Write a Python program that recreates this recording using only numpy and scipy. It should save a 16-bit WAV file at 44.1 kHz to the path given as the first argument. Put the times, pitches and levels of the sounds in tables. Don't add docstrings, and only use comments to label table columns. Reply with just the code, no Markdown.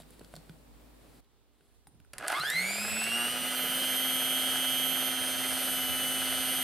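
import sys
import numpy as np
from scipy import signal
from scipy.fft import rfft, irfft, next_fast_len
from scipy.io import wavfile
from scipy.ndimage import uniform_filter1d

SR = 44100
rng = np.random.default_rng(int(sys.argv[2]) if len(sys.argv) > 2 else 0)


def convert_level_to_amplitude(level_db):
    exponent = np.asarray(level_db, float) / 20
    return 10 ** exponent


def pcm_store(signal):
    levels = np.round(np.clip(np.atleast_2d(signal), -1, 1) * 32767)
    wavfile.write(sys.argv[1], SR, levels.astype(np.int16).T)


N = 292362
TIME = np.arange(N) / SR

# pitch in Hz, level in dB per Hz.
ROOM_AIR = [(50, -40), (85, -6), (144, -4.5), (209, -6), (290, -4.5), (377, -8), (502, -8), (1320, -17.5),
            (1470, -19), (4900, -24.5), (14700, -27), (16000, -29)]
# pitch in Hz, level in dB per Hz.
QUIET_AIR = [(50, -40), (85, -13), (290, -10.5), (353, -12), (403, -7), (560, -15.5), (906, -16.5),
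             (2080, -24.5), (3530, -23), (6370, -31), (15000, -33), (16000, -33)]
ROOM_AIR_DB, QUIET_AIR_DB = -61, -72
CHANGE_S, CHANGE_DB = 1.206, -14
# pitch in Hz, level in dB.
HUM = [(53.8, -63), (145.3, -77.5), (242.2, -71.5), (290.7, -71.5)]
# time in seconds, level in dB.
POUR = [(0, -57), (.06, -73), (.1, -67), (.17, -68), (.3, -70), (.36, -64), (.42, -73), (.8, -78),
        (1.2, -70)]
FOAM_S, FOAM_RISE_S, FOAM_HOLD_S, FOAM_FALL_S, FOAM_DB = 1.49, 0.14, 0.14, 0.12, -76.5

# start in seconds, level in dB, pitch in Hz.
CUP_CLICKS = [(0.0014, -55, 3700), (0.0204, -48, 3690), (0.0334, -55, 2720), (0.1057, -47, 9860),
              (0.194, -44.5, 4440), (0.2094, -56.5, 3080), (0.246, -43, 4400), (0.3387, -46, 8450),
              (0.3538, -41, 4320), (0.3635, -37.5, 4390), (0.3708, -54, 3880), (0.495, -46, 3530),
              (1.2446, -61, 3680), (1.608, -63, 2610), (2.001, -53, 2340)]
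# start in seconds, thud in dB, knock in dB, rim in dB, knock pitch in Hz.
KNOCKS = [(0.0014, -50.5, -51.5, -69, 633), (0.0334, -52, -60, -65, 514),
          (0.1054, -54, -56.5, -68, 479), (0.1931, -57, -53, -72, 412), (0.2091, -61, -50, -72, 610),
          (0.2132, -49, -45, -72, 420), (0.246, -61, -59, -64, 439), (0.3387, -45, -42, -54, 646),
          (0.3646, -56, -55, -66, 649), (0.3708, -47, -52, -66, 382),
          (0.4946, -39.5, -52.5, -51.5, 382), (1.608, -67, -64.5, -69, 431),
          (2.001, -63, -74, -69, 479), (2.0485, -75, -78, -63, 479), (2.1354, -60, -47.5, -55, 560)]

# start in seconds, peak in dB.
TINKS = [
    (1.8702, -42.5),
    (1.92, -61),
    (1.9455, -64),
    (2.0475, -58),
]
# pitch in Hz, level in dB, time to fade by 60 dB in seconds.
BEATER = [(3950, -6, 0.028), (4930, -4, 0.03), (5146, -5, 0.028), (7607, -24, 0.15), (8650, -5, 0.53),
          (9232, -13, 0.13), (9647, 2.5, 0.046), (11030, -9, 0.049), (11710, -5, 0.068), (13220, -14, 0.16)]
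# time in seconds, level in dB.
SETTLE = [(1.862, -100), (1.872, -50), (1.9, -62), (1.95, -63), (2.0, -67), (2.04, -70), (2.1, -82)]
# time in seconds, level in dB.
RUMBLE = [(2.1, -66), (2.5, -60), (3.2, -51.5), (3.7, -63), (4.2, -53.5), (4.8, -51.5), (5.5, -48.5),
          (6.63, -50)]
# start in seconds, peak in dB, then body and jolt in dB relative to the peak.
SWITCH = [(2.1333, -33.5, -7, -27), (2.182, -28.5, -10, -39), (2.1884, -43, -12, -23),
          (2.275, -32, -18, -43), (2.2809, -18.5, -15, -47), (2.3003, -36, 5, -34), (2.32, -28, -8, -40),
          (2.397, -30, -9, -11), (2.5004, -19.5, -19, -38), (3.039, -23, -11, -25), (4.5697, -31, -6, -31)]

RIPPLE_HZ = 120
# time in seconds, shaft speed in Hz the motor heads for.
NOTCHES = [
    (2.134, 122),
    (2.3, 188),
    (2.3974, 228.5),
    (3.045, 259.3),
]
SPIN_UP_S = 0.225
ENGAGE_S, BREAK_S, BREAK_WIDTH_S = 2.14, 2.307, 0.085
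STALL_DB = -4.5
# time in seconds, drag of the foam on the shaft in Hz.
HAND_DRAG = [(2.3, 0), (3.0, .9), (3.22, .4), (3.42, .3), (3.62, .7), (3.77, .9), (4.08, .2), (4.4, .5),
             (4.71, .7), (5.03, .7), (5.34, 1.2), (5.66, 1.1), (5.97, .7), (6.29, .4), (6.6, .4)]
# time in seconds, length in cm.
BOWL_PATH = [(2.3, 5.2), (3.0, 8.3), (3.22, 6), (3.42, 2.6), (3.62, 5.65), (3.77, 5.5), (4.08, 5.3),
             (4.4, 6.01), (4.71, 6.26), (5.03, 4.69), (5.2, 3.9), (5.34, 3.84), (5.5, 3.6), (5.66, 2.8),
             (5.97, 1.9), (6.29, 1.06), (6.6, .18)]

# pitch in Hz, gain in dB.
SHELL = [(1850, 2), (2165, 6), (2460, -5), (2570, -11), (2780, -2), (4250, 5.5), (5900, -7.5), (7700, 7.5),
         (8700, 7.5), (13500, 6.5)]
# pitch in Hz, width in Hz, gain in dB.
PANELS = [(970, 77, -3), (1220, 90, 3), (1350, 40, -12), (1660, 170, 3), (1915, 52, -14), (2420, 35, -12),
          (2794, 46, 2), (3063, 19.4, -7), (3135, 22, -8), (3420, 157, 4.5), (4493, 100, -13),
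          (5470, 70, -10), (5740, 39, -8), (8200, 150, -10)]
# pitch in Hz, width in Hz, level in dB.
HOUSING = [(362, 40, -3), (622, 73, -1.5), (740, 82, 1.5), (850, 40, 0), (982, 60, -7), (1263, 72, 2.5),
           (1390, 98, 3), (1492, 73, 6), (1662, 54, 3), (2050, 150, -2.5), (2600, 390, -13.5)]

UNBALANCE_DB, UNBALANCE_DB_PER_DECADE = -45.5, 16
BARS_DB = [-39, -37.5, -43, -44.5, -48, -58]
BARS_START_DB, SIDES_DB_PER_DECADE = -25, 8
MIRRORS = [(0.58, 0.76), (0.6, 0.34), (0.65, .304), (0.07, 0.32), (0.03, .013), (0.42, 0.068)]
BOUNCES = [2, 1, 1, 1, 1, 1]
MIRROR_HZ = 2950
TABLE_M, TABLE_SHARE, TABLE_TURNS = 0.46, 0.256, 0.379
RADIATES_HZ = 1010
VENT_HZ, VENT_WIDTH_HZ, VENT_DB = 12600, 470, 10.5
# pitch reached in Hz, level in dB.
UPPER_BARS = [(3000, -66), (7000, -66), (10000, -61), (13000, -51.5), (14500, -66), (15500, -62),
              (16200, -110)]
ORDERS = [(0, 3), (2, 0), (5, 0), (8, 0), (10, 0), (11, -2), (11, -1), (12, -2), (12, 2), (13, -1), (13, 0),
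          (14, 0), (16, 0), (18, 0), (24, -1), (24, 1), (32, 0), (33, 0), (35, 0), (36, -1), (36, 1),
          (37, 0), (38, 0), (41, 0), (42, 0), (47, 0), (48, -1), (49, 0), (3, 0), (20, 0), (23, 0),
          (14, -1)]
ORDERS_DB = [-60.5, -58, -51, -54, -55.5, -56, -55, -52, -56, -52.5, -53.5, -56, -55.5, -54.5, -61.5, -58,
             -67, -60, -53, -54, -50.5, -60, -62, -58, -62, -54, -55, -56, -59.5, -67, -66, -63]
# time in seconds, left minus right in dB.
SHRILL = [(3.4, -2), (3.57, -15), (3.79, -1), (3.91, -7), (4.1, 1), (4.28, -7), (4.5, -2), (4.77, -12.0),
          (5.42, -13), (5.64, 1), (5.94, 0.0), (6.21, -14), (6.63, -1)]
SHRILL_LEAD = 0.95

# full speed in dB, dB per decade of speed, change at the start in dB, jerk in dB.
LAYERS = [
    (2, 19.5, 1, -2.5),
    (-0.53, 14.5, 4.5, 13),
    (0.95, 27, 5, 10.5),
    (0.6, 25, -15, 8),
]
LOCK_DB, LOCK_WIDTH_HZ = 4, 7
# pitch in Hz, level in dB per Hz.
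SLOSH = [(40, -100), (70, -96), (170, -78.5), (300, -84.5), (600, -76), (950, -86), (1500, -80),
         (2050, -76), (2400, -81.5), (3000, -85.5), (4000, -110)]
# pitch in Hz, level in dB per Hz.
BRUSH = [(1500, -110), (2400, -80), (3200, -79), (3800, -84), (4250, -80.5), (4900, -83.5), (5600, -89.5),
         (6500, -91.5), (7500, -110)]
# pitch in Hz, level in dB per Hz.
FAN = [(5500, -110), (7300, -87.5), (8400, -80.5), (9700, -80), (11100, -85.5), (12800, -82), (13400, -91),
       (14500, -97), (15700, -99), (16000, -130)]
# start in seconds, peak in dB.
CLACKS = [(2.209, -34), (2.226, -33), (2.236, -33), (2.242, -30), (2.251, -34), (2.301, -25), (2.326, -20),
          (2.333, -25), (2.366, -26), (2.375, -31), (2.384, -27), (2.433, -27), (2.706, -29), (2.731, -30),
          (2.756, -30), (2.781, -31), (2.814, -33), (2.847, -29), (2.879, -30), (2.915, -33), (2.964, -32),
          (3.015, -27), (3.116, -30), (3.279, -28), (3.546, -30), (4.556, -25)]

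# pitch in Hz, left minus right in dB.
PORTS = [(60, -2.0), (110, -2.5), (200, -3.5), (380, -2.5), (700, -2.0), (1290, -0.5), (2380, -2.5),
         (4400, -1.0), (8120, 0.0), (15000, -4.0)]
# pitch in Hz, gain in dB.
PORT_DIP = [(100, 0), (4600, -0.5), (6300, -4.5), (8000, -0.5), (12000, -3), (15800, 1), (16500, -30)]
# pitch in Hz, gain in dB.
ECHO_COLOUR = [(100, 0.5), (1000, -1.5), (2500, 1.5), (5000, 3), (9000, 1.5)]
ECHO_T60_S, ECHO_DB = 0.44, -10.5


def colour(x, points):
    size = next_fast_len(N)
    hz, db = np.transpose(points)
    bins_hz = np.arange(size // 2 + 1) * SR / size
    gain = convert_level_to_amplitude(np.interp(np.log(bins_hz + 1), np.log(hz), db))
    return irfft(rfft(x, size) * gain, size)[..., :N]


def hiss(points):
    return colour(rng.standard_normal(N), points) * np.sqrt(SR / 2)


def walk(rate):
    size = int(SR / rate)
    steps = np.repeat(rng.standard_normal(N // size + 1), size)
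    drift = uniform_filter1d(steps, size)[:N]
    return drift / drift.std()


def curve(table):
    s, value = np.transpose(table)
    return np.interp(TIME, s, value)


def add(out, s, x):
    i = int(s * SR)
    out[i:i + len(x)] += x[:N - i]


def ring(hz, t60, rough=0., rise_s=0.00015):
    t = np.arange(int(t60 * SR) + 8) / SR
    grit = signal.lfilter(*signal.iirpeak(hz, 2.2, SR), rng.standard_normal(len(t)))
    fade = (1 - np.exp(-t / rise_s)) * np.exp(-np.log(1000) * t / t60)
    return fade * (np.sin(2 * np.pi * hz * t) + rough * grit / grit.std())


def room_air(points, db, width):
    mid = convert_level_to_amplitude(0.57 * walk(7.8)) * hiss(points)
    side = convert_level_to_amplitude(0.57 * walk(7.8)) * hiss(points)
    return np.array([mid + width * side, mid - width * side]) * convert_level_to_amplitude(db) / mid.std()


def kitchen():
    after = np.interp(TIME, [CHANGE_S - 0.004, CHANGE_S + 0.004], [0, 1])
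    out = (1 - after) * room_air(ROOM_AIR, ROOM_AIR_DB, 0.78) + after * room_air(QUIET_AIR, QUIET_AIR_DB, 0.43)
    drift = np.cumsum(1 + 0.0197 * walk(4.7)) / SR
    for hz, db in HUM:
        hum = np.sqrt(2) * convert_level_to_amplitude(db + 2.0 * walk(5.05)) * np.sin(2 * np.pi * hz * drift)
        out += hum * convert_level_to_amplitude(CHANGE_DB * after)
    grains = hiss([(2500, -6), (4000, -1.5), (6000, -10), (9000, -2), (12000, -4), (15000, -33)])
    foam = np.interp(TIME, np.cumsum([FOAM_S, FOAM_RISE_S, FOAM_HOLD_S, FOAM_FALL_S]), [0, 1, 1, 0])
    rustle = (1 - after) * convert_level_to_amplitude(curve(POUR)) + foam * convert_level_to_amplitude(FOAM_DB)
    return out + grains / grains.std() * rustle * convert_level_to_amplitude(1.5 * walk(40.2))


def taps():
    out = np.zeros(N)
    for s, db, click_hz in CUP_CLICKS:
        add(out, s, convert_level_to_amplitude(db - 5.0) * ring(click_hz, 0.014, rough=0.91))
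        add(out, s, convert_level_to_amplitude(db - 17.5) * ring(9900, 0.016, rough=2.7))
    for s, thud_db, knock_db, rim_db, knock_hz in KNOCKS:
        add(out, s, convert_level_to_amplitude(rim_db + 8.0) * ring(1470, 0.016, rough=0.27))
        add(out, s, convert_level_to_amplitude(knock_db + 7.5) * ring(knock_hz, 0.017, rough=0.36))
        add(out, s + 0.0019, convert_level_to_amplitude(thud_db) * ring(162, 0.11, rise_s=0.0015))
    return out


def tinks():
    out = np.zeros(N)
    for s, db in TINKS:
        for hz, mode_db, t60 in BEATER:
            strength = convert_level_to_amplitude(db + mode_db - 13.0 + 2 * rng.standard_normal())
            add(out, s, strength * ring(hz, min(t60, 0.09), rough=0.31))
        add(out, s, convert_level_to_amplitude(db - 23) * ring(1540, 0.017, rough=2.1))
        add(out, s, convert_level_to_amplitude(db - 8.0) * ring(810, 0.03, rough=0.4))
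    scuff = hiss([(30, -22), (60, 3), (160, -4.5), (400, -13), (800, -29), (2000, -48)])
    return out + convert_level_to_amplitude(curve(SETTLE) + 2.5 * walk(30.1)) * scuff / scuff.std()


def rumble():
    shake = hiss([(30, -39), (50, -14), (70, -5.5), (100, -10), (140, -31), (250, -44)])
    return convert_level_to_amplitude(curve(RUMBLE) + 2 * walk(6)) * shake / shake.std() * np.array([[0.7], [-1.2]])


def switch():
    snap, body = np.zeros((2, N))
    for s, db, body_db, jolt_db in SWITCH:
        add(snap, s, convert_level_to_amplitude(db - 16) * ring(9200, 0.019, rough=4.5))
        add(body, s, convert_level_to_amplitude(db + body_db - 7.5) * ring(1766, 0.032, rough=2.6))
        add(body, s, convert_level_to_amplitude(db + jolt_db + 3.0) * ring(152, 0.08, rise_s=0.003))
    plastic = [(2500, -1), (4800, 6.5), (6300, -5.0), (9000, -1.0), (12000, -3.0), (15000, -7), (16500, -30)]
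    return colour(snap, plastic) + body


def shaft():
    s, hz = np.transpose(NOTCHES)
    goal = np.r_[0, hz][np.searchsorted(s, TIME)]
    keep = np.exp(-1 / (SPIN_UP_S * SR))
    return np.maximum(signal.lfilter([1 - keep], [1, -keep], goal) - curve(HAND_DRAG), 8)


def shell(hz):
    shell_hz, shell_db = np.transpose(SHELL)
    broad = np.interp(np.log(hz + 1), np.log(shell_hz), shell_db)
    return broad + sum(db * np.exp(-((hz - centre_hz) / width) ** 2) for centre_hz, width, db in PANELS)


def bar_levels(shaft_hz, waiting):
    path_s = curve(BOWL_PATH) / 34300
    speed = np.log10(shaft_hz / shaft_hz.max())
    main = [(12, -1), (12, 0), (12, 1), (24, 0), (36, 0), (48, 0)]
    levels = [UNBALANCE_DB + UNBALANCE_DB_PER_DECADE * speed]
    for (order, ripple), db, (share, phase), bounces in zip(main, BARS_DB, MIRRORS, BOUNCES):
        hz = np.abs(order * shaft_hz + ripple * RIPPLE_HZ) + 1
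        bowl_share = share * np.minimum(hz / MIRROR_HZ, 1) ** 3
        mirror = np.abs(1 + bowl_share * np.exp(2j * np.pi * (hz * path_s * bounces + phase)))
        mirror *= np.abs(1 + TABLE_SHARE * np.exp(2j * np.pi * (hz * TABLE_M / 343 + TABLE_TURNS)))
        level = db + shell(hz) + abs(ripple) * SIDES_DB_PER_DECADE * speed
        level += VENT_DB / (1 + ((hz - VENT_HZ) / VENT_WIDTH_HZ) ** 2)
        level -= 20 * np.log10(1 + (RADIATES_HZ / hz) ** 2)
        level += 20 * np.log10(mirror) + BARS_START_DB * waiting
        levels.append(level)
    return levels


def tone(turns, order, ripple, db, flutter_db, lead=0.):
    phase = 2 * np.pi * (order * turns + ripple * RIPPLE_HZ * TIME + rng.random())
    return np.sqrt(2) * convert_level_to_amplitude(db + flutter_db * walk(45)) * np.sin(phase + lead)


def whine(turns, shaft_hz, levels):
    main = [(1, 0), (12, -1), (12, 0), (12, 1), (24, 0), (36, 0)]
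    speed = np.log10(shaft_hz / shaft_hz.max())
    flutter_db = 0.7 + 3 * (1 - shaft_hz / shaft_hz.max())
    shake_db = levels[0] - 18 * (shaft_hz < 166)
    out = np.zeros(N)
    for (order, ripple), db in zip(main, [shake_db] + levels[1:]):
        out += tone(turns, order, ripple, db, flutter_db)
    for order in (60, 72, 84):
        out += tone(turns, order, 0, np.interp(order * shaft_hz, *np.transpose(UPPER_BARS)), 2.8)
    for (order, ripple), db in zip(ORDERS, ORDERS_DB):
        gain_db = shell(np.abs(order * shaft_hz + ripple * RIPPLE_HZ))
        growth = 90 if order < 11.5 and order != 3 else 12
        out += tone(turns, order, ripple, db + growth * speed + 0.63 * (gain_db - gain_db[-1]), 1.93)
    return out


def housing(force):
    out = convert_level_to_amplitude(-14) * signal.lfilter(*signal.iirpeak(1500, 1.1, SR), force)
    for k, (hz, width, db) in enumerate(HOUSING):
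        out = out + (-1) ** k * convert_level_to_amplitude(db) * signal.lfilter(*signal.iirpeak(hz, hz / width, SR), force)
    return out


def gears(turns):
    slip, jitter_s, scatter_db = 0.2, 0.00004, 1.5
    beat = (np.arange(1, int(N / SR * RIPPLE_HZ)) - 0.05) / RIPPLE_HZ
    late, hard = rng.standard_normal((2, len(beat)))
    angle = np.interp(beat, TIME, turns) % 1
    knock_s = beat - slip * angle / RIPPLE_HZ + jitter_s * late
    place = np.clip(knock_s * SR, 0, N - 1).astype(int)
    force = np.exp(0.7 * np.cos(2 * np.pi * angle - 0.8))
    body = housing(np.bincount(place, force * convert_level_to_amplitude(scatter_db * hard), N))
    return convert_level_to_amplitude(-43.5) * body / body.std()


def scrape(turns):
    surface = irfft(np.exp(2j * np.pi * rng.random(61)), 2048)
    worn = np.interp(turns % 1 * 2048, np.arange(2048), surface / surface.std())
    return worn * np.sqrt(SR / 2)


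def mixer():
    shaft_hz = shaft()
    speed = np.log10(shaft_hz / shaft_hz.max())
    waiting = np.clip((BREAK_S - TIME) / (BREAK_S - ENGAGE_S), 0, 1)
    jerk = np.exp(-((TIME - BREAK_S) / BREAK_WIDTH_S) ** 2)
    levels = bar_levels(shaft_hz, waiting)
    unsteady = 0.028 * (1 - shaft_hz / shaft_hz.max()) ** 2
    turns = np.cumsum(shaft_hz * (1 + 0.00025 * walk(30) + unsteady * walk(70))) / SR
    slosh_db, gear_db, brush_db, fan_db = (db + slope_db * speed + start_db * waiting + jerk_db * jerk
                                           for db, slope_db, start_db, jerk_db in LAYERS)
    gear_db += LOCK_DB * np.exp(-((shaft_hz - 2 * RIPPLE_HZ) / LOCK_WIDTH_HZ) ** 2)

    turn, ripple = np.cos(2 * np.pi * turns), np.cos(2 * np.pi * RIPPLE_HZ * TIME)
    throb = np.cos(2 * np.pi * (turns - 2 * RIPPLE_HZ * TIME))
    worn = 0.55 * scrape(turns)
    brush = (1 + 0.34 * turn) * hiss(BRUSH) + colour(worn, BRUSH)
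    fan = (1 + 0.17 * turn) * hiss(FAN) + colour(worn, FAN)
    out = whine(turns, shaft_hz, levels) + convert_level_to_amplitude(gear_db) * gears(turns)
    out += convert_level_to_amplitude(slosh_db + 0.83 * walk(20)) * (1 + 0.38 * ripple) * (1 + 0.16 * throb) * hiss(SLOSH)
    out += convert_level_to_amplitude(brush_db + 0.7 * walk(9)) * (1 + 0.16 * ripple) * brush
    out += convert_level_to_amplitude(fan_db + 1.0 * walk(9)) * (1 + 0.19 * ripple) * fan

    sides = np.array([[0.5], [-0.5]])
    shrill_db = levels[-1] + sides * curve(SHRILL)
    shrill = tone(turns, order=48, ripple=0, db=shrill_db, flutter_db=1.1, lead=sides * SHRILL_LEAD)
    running = (TIME > SWITCH[0][0]) * convert_level_to_amplitude(STALL_DB * (TIME < SWITCH[1][0]))
    return out * running, shrill * running


def clacks():
    out, blow = np.zeros(N), housing(signal.unit_impulse(SR // 20))
    for s, db in CLACKS:
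        add(out, s, convert_level_to_amplitude(db) * blow / np.abs(blow).max())
    return out


def kitchen_echo(near):
    t = np.arange(int(0.3 * SR)) / SR
    echo = rng.standard_normal((2, len(t))) * np.exp(-np.log(1000) * t / ECHO_T60_S) * (t > 0.002)
    echo *= convert_level_to_amplitude(ECHO_DB) / np.sqrt(np.sum(echo ** 2, axis=1, keepdims=True))
    return colour(signal.fftconvolve(near[None], echo, axes=1)[:, :N], ECHO_COLOUR)


def scene():
    motor, shrill = mixer()
    near = motor + colour(taps() + tinks(), PORT_DIP) + switch() + clacks()
    direct = [colour(near, [(hz, sign * db / 2) for hz, db in PORTS]) for sign in (1, -1)]
    background = colour(kitchen(), PORT_DIP) + rumble()
    return np.array(direct) + kitchen_echo(near) + shrill + background


def top_cut(x):
    return signal.sosfilt(signal.butter(12, 15930, fs=SR, output="sos"), x)


def record(dry):
    top = signal.butter(12, 16300, fs=SR, output="sos")
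    mix = signal.sosfilt(top, dry)
    return top_cut(mix)


dry = scene()
out = record(dry)
pcm_store(out)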